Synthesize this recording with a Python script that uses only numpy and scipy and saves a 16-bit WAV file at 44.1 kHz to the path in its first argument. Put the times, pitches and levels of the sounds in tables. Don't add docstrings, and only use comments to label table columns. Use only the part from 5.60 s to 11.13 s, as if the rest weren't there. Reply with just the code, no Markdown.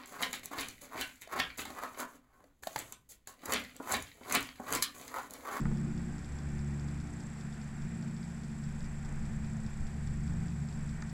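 import sys
import numpy as np
from scipy import signal
from scipy.fft import rfft, irfft
from scipy.io import wavfile

SR = 44100
rng = np.random.default_rng(int(sys.argv[2]) if len(sys.argv) > 2 else 0)


def wrap_up_sound(samples):
    columns = np.atleast_2d(samples).T
    tamed = np.clip(columns, -1, 1)
    steps = np.round(tamed * 32767).astype(np.int16)
    wavfile.write(sys.argv[1], SR, steps)


N = 243855
TIME = np.arange(N) / SR

# time_s, firing_hz
FAST_SPEED = [(0, 71.7), (.8, 71.6), (1.45, 72.4), (2, 72.05), (5.53, 72.4)]
SLOW_SPEED = [(0, 58), (1.3, 58), (2.5, 57.6), (3.8, 56.6), (4.8, 56.75), (5.53, 56)]
# time_s, swell_db, brightness_db
FAST_FADE = [(0.0, 5, 4.5), (0.44, 1.0, 0), (0.65, -3.5, -1), (0.73, -3, -7.5), (0.94, 5, -2),
             (1.16, 5.5, -3), (1.52, -3, -2.5), (1.67, -3.5, 3), (2.32, -1, 0), (2.54, -3, 6.5),
             (2.68, -3.5, -1.5), (3.05, 1, 2.0), (3.34, -2, -3), (3.77, 1.5, 2.5), (4.06, -1, 5),
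             (4.21, -2.5, 0), (4.5, 4.5, -3.5), (5.51, -2, 0.0)]
SLOW_FADE = [(0.0, 7.0, -2.5), (0.51, 3.5, 2), (0.65, -3.0, -3), (0.87, -1.5, 0), (1.02, -7, -7),
             (1.45, 2.5, -2.5), (1.96, -5, -0.5), (2.39, 6, -0.5), (2.76, 0.5, 2.5), (3.7, -4.0, 4.5),
             (3.85, 1, -5), (4.21, -9, -5.5), (4.79, 8.5, -3.5), (5.08, 1, -1.0), (5.51, 3, 2)]
# firing_multiple, level_db, change_db_per_s, swell_share, brightness_share
FAST_HARMONICS = [(1, -48, 0, 0.88, -1.14), (2, -43.5, 0, 1.01, 0.1), (3, -48, 0, 1.25, 1.24),
                  (4, -59, -2, .5, -0.46), (5, -61.5, -1.8, 1.3, 0.22)]
SLOW_HARMONICS = [(2, -56, 0, 1.03, -1.53), (3, -48, 0, 1.12, 0.098), (4, -51.3, 0, 1, 0.75),
                  (5, -59.5, -1.38, 1.23, -0.15), (6, -60.5, -3, 1.04, -0.35)]
# pitch_hz, width_hz, strokes_per_s, stroke_sharpness, level_db
NEAR_INSECTS = [(7455, 130, 15.6, 3.6, -72), (7710, 420, 23, 1.2, -73), (7810, 710, 30, 8.5, -70),
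                (7250, 2800, 30, 20, -71)]
# frequency_hz, relative_db
CHORUS_SPECTRUM = [(2000, -16), (3400, 3.5), (4100, 0.5), (4750, 4), (5500, 3), (6000, 0), (6800, -0.5),
                   (7200, 8.5), (8100, 8), (8600, -9), (9600, -3), (10500, -8.5), (12700, -12),
                   (14000, -19)]
BREEZE_SPECTRUM = [(5, -20), (14, 5), (35, -7.5), (55, -8), (110, -14.5), (190, -13.5), (280, -39),
                   (500, -43.5), (1200, -78)]
HISS_SPECTRUM = [(30, 4.5), (180, 13), (300, 4), (470, 0), (570, -2.5), (760, 2), (930, -2), (1250, -3.5),
                 (1550, 0.5), (1700, -2.5), (1880, 0.3), (2100, -5), (2400, -5), (3000, -16.5), (4200, -31),
                 (9000, -44)]
# peak_s, half_length_s, relative_db
GUSTS = [(0.025, 0.14, -41.5), (0.36, 0.4, -50.5), (0.946, .07, -48), (2.256, 0.059, -47.5),
         (3.303, 0.31, -47.5), (3.72, .24, -41), (4.06, .09, -41.5), (4.22, .06, -39), (4.62, 0.23, -41),
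         (5.32, .2, -45.5)]
# start_s, relative_db, centre_hz
KNOCK_BLOWS = [(0.055, -34, 1150), (0.057, -42, 1690), (0.067, -43, 1000), (0.115, -42, 790),
               (5.422, -42, 6500), (5.4243, -35, 1850)]
# pitch_hz, t60_s, relative_db
BOAT_MODES = [(457, 0.048, 8.5), (756, 0.027, -7), (890, 0.028, 2.5), (1250, 0.026, -0.5), (1455, 0.022, 2),
              (1790, 0.018, 2), (2070, .018, -5), (2820, .012, -12), (3730, 0.015, -3), (4840, 0.009, 5),
              (5950, 0.011, 4), (6700, 0.013, 2)]
TICK_MODES = [(3500, 0.007, -3), (4530, 0.0066, -5), (4920, 0.0061, 0), (5520, 0.006, 1.5),
              (7190, 0.008, -1)]
# start_s, period_s
TICK_TRAINS = [(.172, .2048), (.0054, .64)]


def motor(speed, fade, harmonics, wobble, flutter_db):
    firing_hz = curves(speed)[0] * (1 + wobble * wander(9))
    phase = 2 * np.pi * np.cumsum(firing_hz) / SR
    swell_db, bright_db = curves(fade)
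    drone = 0
    for multiple, db, db_per_s, swell_share, bright_share in harmonics:
        fade_db = swell_share * swell_db + bright_share * bright_db
        level_db = db + db_per_s * TIME + fade_db + flutter_db * wander(11.8)
        drone += undb(level_db) * np.sin(multiple * phase + rng.uniform(0, 2 * np.pi))
    return np.sqrt(2) * drone


def distant_motors():
    fast = motor(FAST_SPEED, FAST_FADE, FAST_HARMONICS, wobble=0.0022, flutter_db=1.9)
    slow = motor(SLOW_SPEED, SLOW_FADE, SLOW_HARMONICS, wobble=0.0021, flutter_db=1.3)
    return fast + slow


def insects():
    buzz = coloured(CHORUS_SPECTRUM) * undb(-63.5 + 0.5 * wander(23))
    for pitch_hz, width_hz, strokes_per_s, sharpness, level_db in NEAR_INSECTS:
        stroke_hz = strokes_per_s * (1 + 0.0273 * wander(2.4))
        strokes = np.cumsum(stroke_hz) / SR + rng.random()
        scrape = np.abs(np.sin(np.pi * strokes)) ** sharpness
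        wing = shaped_noise(lambda hz: 1 / (1 + (2 * (hz - pitch_hz) / width_hz) ** 4))
        buzz += unit_rms(scrape * wing) * undb(level_db + 2 * wander(2.8))
    return buzz


def breeze():
    gusts = [undb(db) * np.exp(-((TIME - peak_s) / half_s) ** 2) for peak_s, half_s, db in GUSTS]
    lull = undb(-57)
    strength = np.sqrt(lull ** 2 + np.sum(np.square(gusts), axis=0))
    return coloured(BREEZE_SPECTRUM) * strength * undb(4.5 + 0.62 * wander(2.7))


def boat_knocks():
    knocks = 0
    for start_s, blow_db, centre_hz in KNOCK_BLOWS:
        modes = [(hz, t60_s, db - 9 * np.log2(hz / centre_hz) ** 2) for hz, t60_s, db in BOAT_MODES]
        knocks += undb(blow_db - 4.5) * ring(start_s, modes, rise_s=0.0004)
    return knocks


def hand_rustle():
    rub = coloured([(30, -18), (100, 5), (350, 1), (700, -12.5), (1800, -12), (3500, -43)])
    return rub * undb(-47) * decay(0, t60_s=1)


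def ticking(min_gap_s=0.03):
    trains = [np.arange(start_s, N / SR, period_s) for start_s, period_s in TICK_TRAINS]
    starts = np.sort(np.concatenate(trains))
    starts = starts[np.diff(starts, prepend=-1) > min_gap_s]
    ticks = sum(ring(start_s, TICK_MODES, rise_s=0.002) for start_s in starts)
    tails = sum(decay(start_s, t60_s=0.16) for start_s in starts)
    tail_hiss = coloured([(2000, -8), (3400, 2), (5200, 9), (7200, -3), (8500, -12)])
    return undb(-41.5) * ticks + undb(-65) * tails * tail_hiss


def shore_hiss():
    hiss = coloured(HISS_SPECTRUM) * undb(-51.5 + 0.37 * wander(0.37))
    low = signal.sosfiltfilt(signal.butter(2, 1200, fs=SR, output="sos"), hiss)
    high = hiss - low
    return low * undb(wander(7.3)) + high * undb(0.59 * wander(8.5))


def undb(db):
    return 10 ** (np.asarray(db) / 20)


def unit_rms(x):
    return x / np.sqrt(np.mean(x ** 2))


def curves(table):
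    time_s, *columns = np.transpose(table)
    return [np.interp(TIME, time_s, column) for column in columns]


def shaped_noise(gain_at):
    hz = np.maximum(np.fft.rfftfreq(N, 1 / SR), 1)
    return unit_rms(irfft(rfft(rng.standard_normal(N)) * gain_at(hz), N))


def coloured(spectrum):
    points_hz, points_db = np.transpose(spectrum)
    return shaped_noise(lambda hz: undb(np.interp(np.log(hz), np.log(points_hz), points_db)))


def wander(rate_hz):
    return shaped_noise(lambda hz: np.exp(-0.5 * (hz / rate_hz) ** 2))


def decay(start_s, t60_s):
    age = TIME - start_s
    return (age >= 0) * np.exp(-np.log(1000) * np.clip(age / t60_s, 0, 2))


def ring(start_s, modes, rise_s):
    age = TIME[:SR // 10]
    tone = 0
    for hz, t60_s, db in modes:
        tone += undb(db - 60 * age / t60_s) * np.sin(2 * np.pi * hz * age + rng.uniform(0, 2 * np.pi))
    attack = np.minimum(age / rise_s, 1)
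    return np.pad(tone * attack, (int(start_s * SR), N))[:N]


def scene():
    mix = distant_motors() + breeze() + shore_hiss() + insects() + ticking()
    return (mix + hand_rustle() + boat_knocks())[None]


def record(dry):
    top_hz = 12700
    return signal.sosfilt(signal.ellip(8, 0.2, 70, top_hz, fs=SR, output="sos"), dry)


dry = scene()
out = record(dry)
wrap_up_sound(out)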